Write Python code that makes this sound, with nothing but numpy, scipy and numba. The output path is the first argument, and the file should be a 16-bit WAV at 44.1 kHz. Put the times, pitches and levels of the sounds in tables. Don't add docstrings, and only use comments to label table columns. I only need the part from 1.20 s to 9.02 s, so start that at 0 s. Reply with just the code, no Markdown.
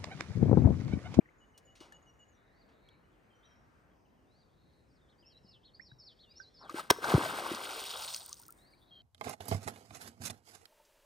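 import sys
import numpy as np
from scipy import signal
from scipy.fft import rfft, irfft, next_fast_len
from scipy.io import wavfile
from scipy.ndimage import uniform_filter1d
from numba import njit

SR = 44100
rng = np.random.default_rng(int(sys.argv[2]) if len(sys.argv) > 2 else 0)


def gain_from_decibels(decibels):
    exponent = np.asarray(decibels, float) / 20
    return 10 ** exponent


def to_wav(sig):
    pcm = np.clip(np.atleast_2d(sig), -1, 1) * 32767
    pcm = np.round(pcm).astype(np.int16)
    wavfile.write(sys.argv[1], SR, pcm.T)


N = 344846
LONG = next_fast_len(N)

WET_S = 5.38, 7.82
# frequency in Hz, relative gain in dB.
SPRAY = [(1500, -2), (2200, -11), (3300, -6), (5000, -7), (6500, -11.5), (7600, -5), (10000, -4),
         (12000, -13), (14800, -4.5), (16000, -18)]
# time in seconds, level in dB.
SPRAY_LEVEL = [(5.38, -106), (5.41, -83), (5.48, -75), (5.5, -61.5), (5.535, -61.5), (5.56, -51.5),
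               (5.6, -46.5), (5.62, -59), (5.69, -69.5), (5.72, -44), (5.75, -67.5), (5.815, -61),
               (5.835, -45.5), (5.9, -41.5), (6.08, -45), (6.85, -46.5), (6.97, -51), (7.15, -64),
               (7.25, -69), (7.82, -84)]


def level(x, db):
    return x * gain_from_decibels(db) / np.sqrt(np.mean(x ** 2))


def curve(rows):
    s, value = np.transpose(rows)
    return np.interp(np.arange(N) / SR, s, value)


def colour(x, points):
    hz, db = np.transpose(points)
    f = np.fft.rfftfreq(LONG, 1 / SR) + 1
    gain = gain_from_decibels(np.interp(np.log(f), np.log(hz), db, -80, -80))
    return irfft(rfft(x, LONG) * gain, LONG)[..., :N]


def band(x, hz, width):
    return signal.lfilter(*signal.iirpeak(hz, hz / width, SR), x)


def walk(rate):
    k = int(SR / rate)
    held = np.repeat(rng.standard_normal(N // k + 1), k)
    return 1.04 * uniform_filter1d(uniform_filter1d(held, k), k)[:N]


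def flutter(x, depth_db, rate, db=0):
    return x * gain_from_decibels(db + depth_db * walk(rate))


def later(x, s):
    return np.roll(x, int(s * SR), axis=1)


def add(out, s, sound, pan_db=0):
    i = int(s * SR)
    sound = sound[:N - i]
    out[:, i:i + len(sound)] += sound * gain_from_decibels(np.array([[pan_db], [-pan_db]]) / 2)


def whistle(out, rows, start=0, buzz=0):
    s, hz, db = np.transpose(rows)
    t = np.arange(s[0], s[-1], 1 / SR)
    trill_rate_hz = 110
    beat = 2 * np.pi * trill_rate_hz * t + .015 * np.cumsum(rng.standard_normal(len(t)))
    pitch = uniform_filter1d(np.interp(t, s, hz), size=300) * (1 + buzz * .07 * np.sin(beat))
    pitch = pitch * (1 + .12 * uniform_filter1d(rng.standard_normal(len(t)), size=350))
    edge = np.minimum(np.minimum(t - s[0], s[-1] - t) / (.005 + .04 * buzz), 1)
    loudness = np.sqrt(2) * gain_from_decibels(np.interp(t, s, db)) * edge * (1 + buzz * np.cos(beat))
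    add(out, start + s[0], loudness * np.sin(2 * np.pi * np.cumsum(pitch) / SR))


def shore(x, t60, db):
    t = np.arange(int(t60 * SR)) / SR
    tail = rng.standard_normal((2, len(t))) * 1000. ** (-t / t60) * np.minimum(t / 0.013, 1)
    tail = tail[0] + 0.12 * tail
    return signal.fftconvolve(x, tail * gain_from_decibels(db) / np.sqrt(np.sum(tail[0] ** 2)), axes=1)[:, :N]


def crack(out):
    # centre in Hz, width in Hz, relative level in dB.
    resonances = [(375, 570, -8), (880, 670, 2.5), (1560, 90, -3.5), (3200, 630, -5), (5286, 180, -8.5),
                  (7800, 1300, -12), (10000, 2300, -10.5), (14700, 2500, -22.5)]
    start_s, rise_s, hold_s, fall_s, crack_db = 5.699, .004, .0065, .0017, -16.5
    t = np.arange(SR // 20) / SR
    push = np.minimum(t / rise_s, 1) ** 2 * np.exp(-np.maximum(t - rise_s - hold_s, 0) / fall_s)
    burst = push * rng.standard_normal(len(t))
    ringing = sum(gain_from_decibels(db) * band(burst, hz, width) / np.sqrt(width) for hz, width, db in resonances)
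    add(out, start_s, ringing * gain_from_decibels(crack_db) / ringing[:SR // 80].std())


def thump(out):
    centre_s, spread_s, thump_db, centre_hz = 5.950, 0.0051, -12, 137
    sag = 0.17
    t = np.arange(SR // 20) / SR
    u = (t - t.mean()) / spread_s
    phase = 2 * np.pi * centre_hz * spread_s * (u - sag * u ** 2 / 2)
    add(out, centre_s - t.mean(), gain_from_decibels(thump_db) * np.exp(-np.abs(u) ** 3 / 2) * np.cos(phase))


def slap():
    out = np.zeros((2, N))
    crack(out)
    thump(out)
    return out


@njit
def grains(start, hz, cycles, size, glide, length):
    out = np.zeros(length)
    for k in range(len(start)):
        ring = int(cycles[k] * SR / hz[k]) + 2
        p = np.exp(2j * np.pi * hz[k] / SR - 6 / ring)
        turn = np.exp(2j * np.pi * hz[k] / SR * glide / ring)
        z = size[k] + 0j
        for i in range(start[k], min(start[k] + ring, length)):
            out[i] += z.imag
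            z, p = z * p, p * turn
    return out


def shower(count, lo_hz, hi_hz, cycles, scatter_db, glide, shrink=0):
    when, pitch, ring, chance = rng.random((count, 4)).T
    start = ((WET_S[0] + when * (WET_S[1] - WET_S[0])) * SR).astype(int)
    lo_hz = lo_hz * (1 + shrink * when ** 3)
    hz = lo_hz * (hi_hz / lo_hz) ** pitch
    size = gain_from_decibels(-scatter_db * np.log(1 - chance))
    return grains(start, hz, cycles * (.5 + ring), size, glide, N)


def spread(x, points, share, db):
    moving = slice(int(WET_S[0] * SR), int(WET_S[1] * SR))
    x = x / x[moving].std()
    grain_level = uniform_filter1d(np.abs(x), size=200)
    both = colour(x + share * grain_level * rng.standard_normal((2, N)), points)
    out = np.zeros((2, N))
    out[:, moving] = (both * gain_from_decibels(db))[:, moving] / both[:, moving].std()
    return out


def gurgle():
    # frequency in Hz, relative gain in dB.
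    gurgle_colour = [(50, -16), (150, -21.5), (400, -6.5), (1000, 3.5), (1600, 7), (1900, -7),
                     (2600, -26.5)]
    # time in seconds, level over the spray in dB.
    gurgle_lead = [(5.47, 23.5), (5.5, 5.5), (5.95, 9.5), (7.4, -16)]
    bubbles = shower(count=5000, lo_hz=110., hi_hz=1900., cycles=8., scatter_db=2.1, glide=.3, shrink=15)
    gurgle_db = curve(SPRAY_LEVEL) + curve(gurgle_lead) + 1.6 * walk(30)
    return spread(bubbles, gurgle_colour, .25, gurgle_db)


def fizz():
    spray = shower(count=27000, lo_hz=1200., hi_hz=15500., cycles=9., scatter_db=2.4, glide=.1, shrink=8)
    return spread(spray, SPRAY, .3, curve(SPRAY_LEVEL) + 1.8 * walk(60) + 2.3 * walk(18))


def patter():
    # time in seconds, level over the spray in dB.
    drops_lead = [(5.5, 1), (5.56, -3.5), (6.08, -12), (6.85, 1.5), (7.25, 4), (7.33, -14)]
    drops = shower(count=1100, lo_hz=1200., hi_hz=15000., cycles=14., scatter_db=1.8, glide=.15, shrink=7)
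    return spread(drops, SPRAY, .3, curve(SPRAY_LEVEL) + curve(drops_lead))


def splash():
    return gurgle() + fizz() + patter()


def ring(out, s, db, hz, t60, glide, pan_db=0):
    t = np.arange(SR // 2) / SR
    phase = 2 * np.pi * np.cumsum(hz * (1 + glide * np.minimum(2 * t / t60, 1))) / SR
    add(out, s, gain_from_decibels(db) * np.minimum(t / .0018, 1) * 1000. ** (-t / t60) * np.sin(phase), pan_db)


def tap(out, s, db, hz, t60):
    t = np.arange(SR // 2) / SR
    width = min(80 * t60 * hz, 2 * hz, 9000)
    hiss = band(band(rng.standard_normal(len(t)), hz, width), hz, width)
    add(out, s, level(hiss, db) * 1000. ** (-t / t60))


def ringing_tones(out):
    # start in seconds, starting level in dB, starting pitch in Hz.
    tones = [(5.412, -50, 990), (5.446, -48.5, 756), (5.494, -30.5, 1170), (5.507, -45, 322),
             (5.543, -26.5, 322), (5.584, -32.5, 863), (5.594, -27, 1240), (5.709, -5.5, 393),
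             (5.785, -36.5, 430), (5.844, -27, 1370), (5.854, -24.5, 804), (5.939, -5.5, 365),
             (5.949, -16, 300), (5.979, -13, 308), (6.058, -24, 620), (6.315, -22, 325), (7.096, -53, 1000),
             (7.116, -50, 1146), (7.198, -54, 913), (7.228, -58, 1396), (7.289, -47, 1304)]
    # start and length in seconds, first and last pitch in Hz,
    # rms level in dB.
    bloops = [(6.778, .04, 480, 1000, -54), (6.87, .03, 580, 1300, -57), (6.99, .05, 580, 950, -64)]
    for s, db, hz in tones:
        t60 = min(0.013 * gain_from_decibels(-0.31 * db), .055)
        ring(out, s, db, hz, t60, glide=.1)
    for s, length, hz, to_hz, db in bloops:
        whistle(out, [(0, hz, db), (length, to_hz, db)], s)


def falling_water(out):
    # start in seconds, rms level in dB before the decay.
    pats = [(5.496, -47.5), (5.845, -35.5), (5.896, -32), (5.94, -37.5), (6.047, -37.5), (6.348, -37.5),
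            (6.508, -37.5), (6.594, -38), (6.823, -35), (6.847, -38), (6.883, -38)]
    # start in seconds, rms level in dB before the decay, centre in Hz.
    last_drops = [(6.939, -33, 5000), (6.9454, -26.5, 5300), (6.963, -31, 8160), (7.055, -50, 6000),
                  (7.0615, -35.5, 9300), (7.093, -36, 8000), (7.129, -31, 6240), (7.142, -43, 7000),
                  (7.198, -43, 12000), (7.217, -46, 13000), (7.226, -49.5, 12960), (7.265, -48, 12000),
                  (7.282, -43, 12000), (7.306, -42, 12000), (7.324, -44, 12000)]
    for s, db in pats:
        tap(out, s, db, hz=3300, t60=0.024)
    for s, db, hz in last_drops:
        tap(out, s, db, hz, t60=0.0088)


def near_sounds(out):
    # start in seconds, starting level in dB, starting pitch in Hz,
    # 60 dB decay in seconds, glide as a share of the pitch, left minus right in dB.
    near_drips = [(.01, -57.5, 2210, 0.027, 0.3, 6), (0.057, -50.5, 1880, 0.029, 0, 6),
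                  (0.088, -53, 1960, 0.033, .3, 8), (0.608, -45, 326, 0.043, 0.037, 7),
                  (0.721, -46.5, 1730, 0.045, 0.044, 4), (1.688, -49, 3200, 0.02, 0.14, -2),
                  (4.246, -49.5, 175, 0.038, 0.11, 4), (4.597, -44.5, 1700, 0.039, 0.46, -19.5),
                  (4.716, -50, 1560, 0.025, 0.1, -13), (4.72, -49, 128, 0.1, 0, 5),
                  (5.200, -49.5, 1534, 0.082, 0.039, -30), (7.535, -57.5, 2220, .04, 0.12, 4.5)]
    # start in seconds, rms level in dB before the decay, centre in Hz, 60 dB decay in seconds.
    rustles = [(0.377, -53.5, 5340, 0.055), (0.554, -60.5, 2880, 0.21), (.604, -56.5, 3050, 0.29),
               (0.609, -60, 596, 0.97), (0.723, -57, 4170, 0.038), (1.489, -68, 1100, 0.26),
               (1.688, -67, 5000, 0.021)]
    for row in near_drips:
        ring(out, *row)
    for row in rustles:
        tap(out, *row)


def tones_and_taps():
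    out = np.zeros((2, N))
    ringing_tones(out)
    falling_water(out)
    near_sounds(out)
    return out


def warbler():
    # seconds into the phrase, pitch in Hz, relative level in dB.
    phrase = [
        [(0, 2910, -9.5), (.028, 4410, 0), (.058, 2880, -6)],
        [(.104, 4404, -4.5), (.135, 5060, -1.5)],
        [(.17, 5090, -3.5), (.203, 5745, 2), (.225, 5140, -3), (.263, 3846, -3.5), (.3, 4145, -4.5)],
        [(.355, 5600, -2.5), (.405, 4210, -3)],
        [(.402, 5190, -2), (.418, 5365, -1), (.465, 3453, -2.5), (.495, 2900, -12.5)],
    ]
    # time in seconds, level in dB.
    swell = [(3.6, -100), (3.7, -83), (4.0, -71.5), (4.4, -63), (5.5, -62)]
    first_s, every_s = 3.321, .5543
    song = np.zeros((2, N))
    for k in range(4):
        for note in phrase:
            vary = rng.standard_normal(2)
            varied = np.multiply(note, [1, 1 + .012 * vary[0], 1]) + [0, 0, 2 * vary[1]]
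            whistle(song, varied, first_s + k * every_s)
    song = song * gain_from_decibels(curve(swell))
    off_water = flutter(later(song, 0.011), 5.2, 90)
    off_bank = flutter(later(song, 0.023), 5, 90, db=-11)
    return flutter(song, 2.7, 90) + off_water + off_bank


def even_pips(song, far):
    # start in seconds, level in dB.
    pips = [(0.208, -69.5), (0.341, -70.5), (0.47, -68.5), (.6, -65.5), (0.729, -64), (0.861, -68),
            (0.996, -66.5)]
    first_hz, sag_hz_per_s, pip_s = 2960, 68.7, 0.047
    for s, db in pips:
        hz = first_hz - sag_hz_per_s * s
        whistle(song, [(-.008, hz, db - 15), (.008, hz, db + 1), (pip_s, hz, db)], s)
        whistle(far, [(0, hz, db - 21), (.025, hz, db - 22)], s + pip_s + 0.013)


def climbing_warbler(far, buzz):
    # seconds from the top, share of the top pitch, relative level in dB.
    climb = [(-.12, .71, -6.5), (-.05, .85, 0.5), (0, 0.97, -3.5), (.022, .96, 0.5), (.055, .71, -2.5)]
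    climb_trill = [(.07, .64, -12), (.14, .74, -5), (.21, .82, -1), (.34, .83, -1), (.43, .84, -12)]
    # time of the top in seconds, top pitch in Hz, whistle level in dB, trill level in dB.
    calls = [(1.39, 4890, -81, -81), (3.186, 4890, -79.5, -80.5), (5.165, 4580, -75.5, -77),
             (7.5, 5030, -72, -72.5)]
    for s, top_hz, db, trill_db in calls:
        whistle(far, np.multiply(climb, [1, top_hz, 1]) + [0, 0, db], s)
        whistle(buzz, np.multiply(climb_trill, [1, top_hz, 1]) + [0, 0, trill_db], s, buzz=0.94)


def thin_singer():
    # seconds into the figure, pitch in Hz, relative level in dB.
    seeps = [
        [(0, 7100, 3), (.03, 6700, -4.5), (.065, 6550, -16)],
        [(.09, 7100, -1), (.115, 6300, -7)],
        [(.125, 7000, -6), (.15, 5900, -11), (.18, 5650, -10)],
    ]
    # start of the figure in seconds, level in dB.
    repeats = [(.18, -84), (.45, -77.5), (0.729, -75), (.99, -75)]
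    high = np.zeros((2, N))
    for s, db in repeats:
        for note in seeps:
            whistle(high, np.add(note, [0, 0, db]), s)
    return flutter(high, 6, 110) + flutter(later(high, .009), 6, 110, db=-3)


def shore_calls(far):
    # start and length in seconds, first and last pitch in Hz, starting level in dB.
    slides = [(1.641, 0.12, 2310, 2260, -81), (1.725, .04, 3130, 2210, -83), (1.83, 0.036, 2850, 2970, -83),
              (2.1, 0.064, 3200, 3080, -78), (2.16, 0.18, 3090, 3200, -82), (2.15, .055, 5800, 5950, -83),
              (2.225, 0.042, 3200, 4000, -76.5), (2.25, .12, 5870, 5460, -81.5),
              (2.551, .03, 3300, 2720, -91), (2.763, 0.025, 3120, 2400, -84),
              (2.85, 0.033, 3200, 2500, -85), (2.951, 0.072, 3250, 2750, -86.5),
              (3.026, 0.035, 3330, 2620, -82), (3.81, .07, 3750, 3380, -83),
              (4.023, 0.034, 3300, 2560, -74), (4.27, .11, 2950, 2650, -82.5),
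              (5.18, .025, 5900, 6700, -77.5), (5.052, 0.05, 3000, 2730, -77),
              (5.11, 0.037, 2560, 2190, -78), (7.706, 0.13, 3265, 3114, -64)]
    # start and length in seconds, foot and top pitch in Hz, level in dB.
    hooks = [(1.9, 0.064, 2700, 3660, -84.5), (2.693, .06, 2800, 3400, -87), (4.069, .09, 2570, 3270, -80)]
    for s, length, hz, to_hz, db in slides:
        half_hz = hz + .72 * (to_hz - hz)
        whistle(far, [(0, hz, db), (length / 2, half_hz, db), (length, to_hz, db - 2)], s)
    for s, length, hz, top_hz, db in hooks:
        whistle(far, [(0, hz, db), (0.36 * length, top_hz, db), (length, hz, db)], s)


def deep_wood(far):
    for when, height, bend in rng.random((140, 3)):
        s, hz = 7.7 * when, 2500 + 3500 * height ** 2
        whistle(far, [(s, hz, -99), (s + .05, hz * (.75 + .4 * bend), -99)])


def buzzy_trills(buzz):
    # start and length in seconds, pitch in Hz, level in dB.
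    trills = [(0, 1.11, 6700, -93), (1.128, .13, 3730, -83.5)]
    for s, length, hz, db in trills:
        whistle(buzz, [(0, hz, db), (length, hz, db)], s, buzz=.97)


def birds():
    far, buzz = np.zeros((2, 2, N))
    song, high = warbler(), thin_singer()
    even_pips(song, far)
    climbing_warbler(far, buzz)
    shore_calls(far)
    deep_wood(far)
    buzzy_trills(buzz)
    far, buzz = flutter(far, 4.5, 70), flutter(buzz, 5.0, 70)
    straight = song + far + high + gain_from_decibels(-3.5) * buzz
    echo = shore(song + high + gain_from_decibels(8.5) * far + gain_from_decibels(9) * buzz, t60=.6, db=-13)
    return straight + flutter(echo, 3, 80)


def air():
    # frequency in Hz, relative gain in dB.
    air_colour = [(24, -31), (40, -1.5), (121, -6), (615, -13), (1410, -19.5), (1810, -19), (3060, -33),
                  (3470, -36), (8550, -40), (11000, -46), (13800, -41.5), (16000, -62)]
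    # time in seconds, level change around 1.6 kHz in dB.
    breeze = [(0, 2.5), (.5, 1), (1.3, 0.5), (1.5, 3.5), (2.0, -0.5), (2.3, 4), (2.7, 2.5), (2.85, -5),
              (7.3, -3), (7.45, 1.5), (7.6, -3.5)]
    out, breeze_db = 0, curve(breeze)
    for hz in 30 * 2 ** np.arange(0, 9.2, .5):
        lift = np.exp(-np.log2(hz / 1600) ** 2 / 1.3)
        apart = 0.72 + 2.0 * np.exp(-np.log2(hz / 1200) ** 2 / 1.4)
        noise = rng.standard_normal(N) + apart * rng.standard_normal((2, N))
        bump = [(hz / 1.45, -30), (hz / 1.15, 0), (hz * 1.15, 0), (hz * 1.45, -30)]
        flicker_db = lift * breeze_db + 1.94 * walk(8)
        out = out + colour(noise, bump) / np.sqrt(1 + apart ** 2) * gain_from_decibels(flicker_db)
    return level(colour(out, air_colour), db=-66)


def scene():
    blows = slap() + tones_and_taps()
    return blows + shore(blows, t60=0.48, db=-23.0) + splash() + birds() + air()


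def low_pass(x):
    return signal.sosfilt(signal.butter(12, 16820, fs=SR, output="sos"), x)


def record(dry):
    # frequency in Hz, lead of the left in radians.
    port_lead = [(0, .1), (1200, -.3), (1550, -1.8), (2070, -5.5), (3500, -5.7), (4000, -6.2), (6600, -6.3),
                 (8400, 0), (8700, 0), (10600, -np.pi), (12200, -np.pi), (13800, -6.3), (16400, -6.3)]
    # frequency in Hz, left minus right in dB.
    port_tilt = [(60, 0.5), (700, 2), (1100, 2.5), (1550, 4.5), (1750, 3), (2050, -4), (2500, 1),
                 (16000, -.5)]
    f = np.fft.rfftfreq(LONG, 1 / SR)
    lead = np.interp(f, *np.transpose(port_lead)) / 2
    hz, db = np.transpose(port_tilt)
    tilt_db = np.interp(np.log(f + 1), np.log(hz), db) / 2
    ports = gain_from_decibels(np.array([tilt_db, -tilt_db])) * np.exp(1j * np.array([lead, -lead]))
    heard = irfft(rfft(dry, LONG) * ports, LONG)[:, :N]
    heard = signal.sosfilt(signal.butter(4, 42, "high", fs=SR, output="sos"), heard)
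    rounded = np.tanh(1.5 * heard) / 1.5
    mix = signal.sosfilt(signal.ellip(8, .2, 60, 15900, fs=SR, output="sos"), rounded)
    return low_pass(mix)


dry = scene()
out = record(dry)
to_wav(out)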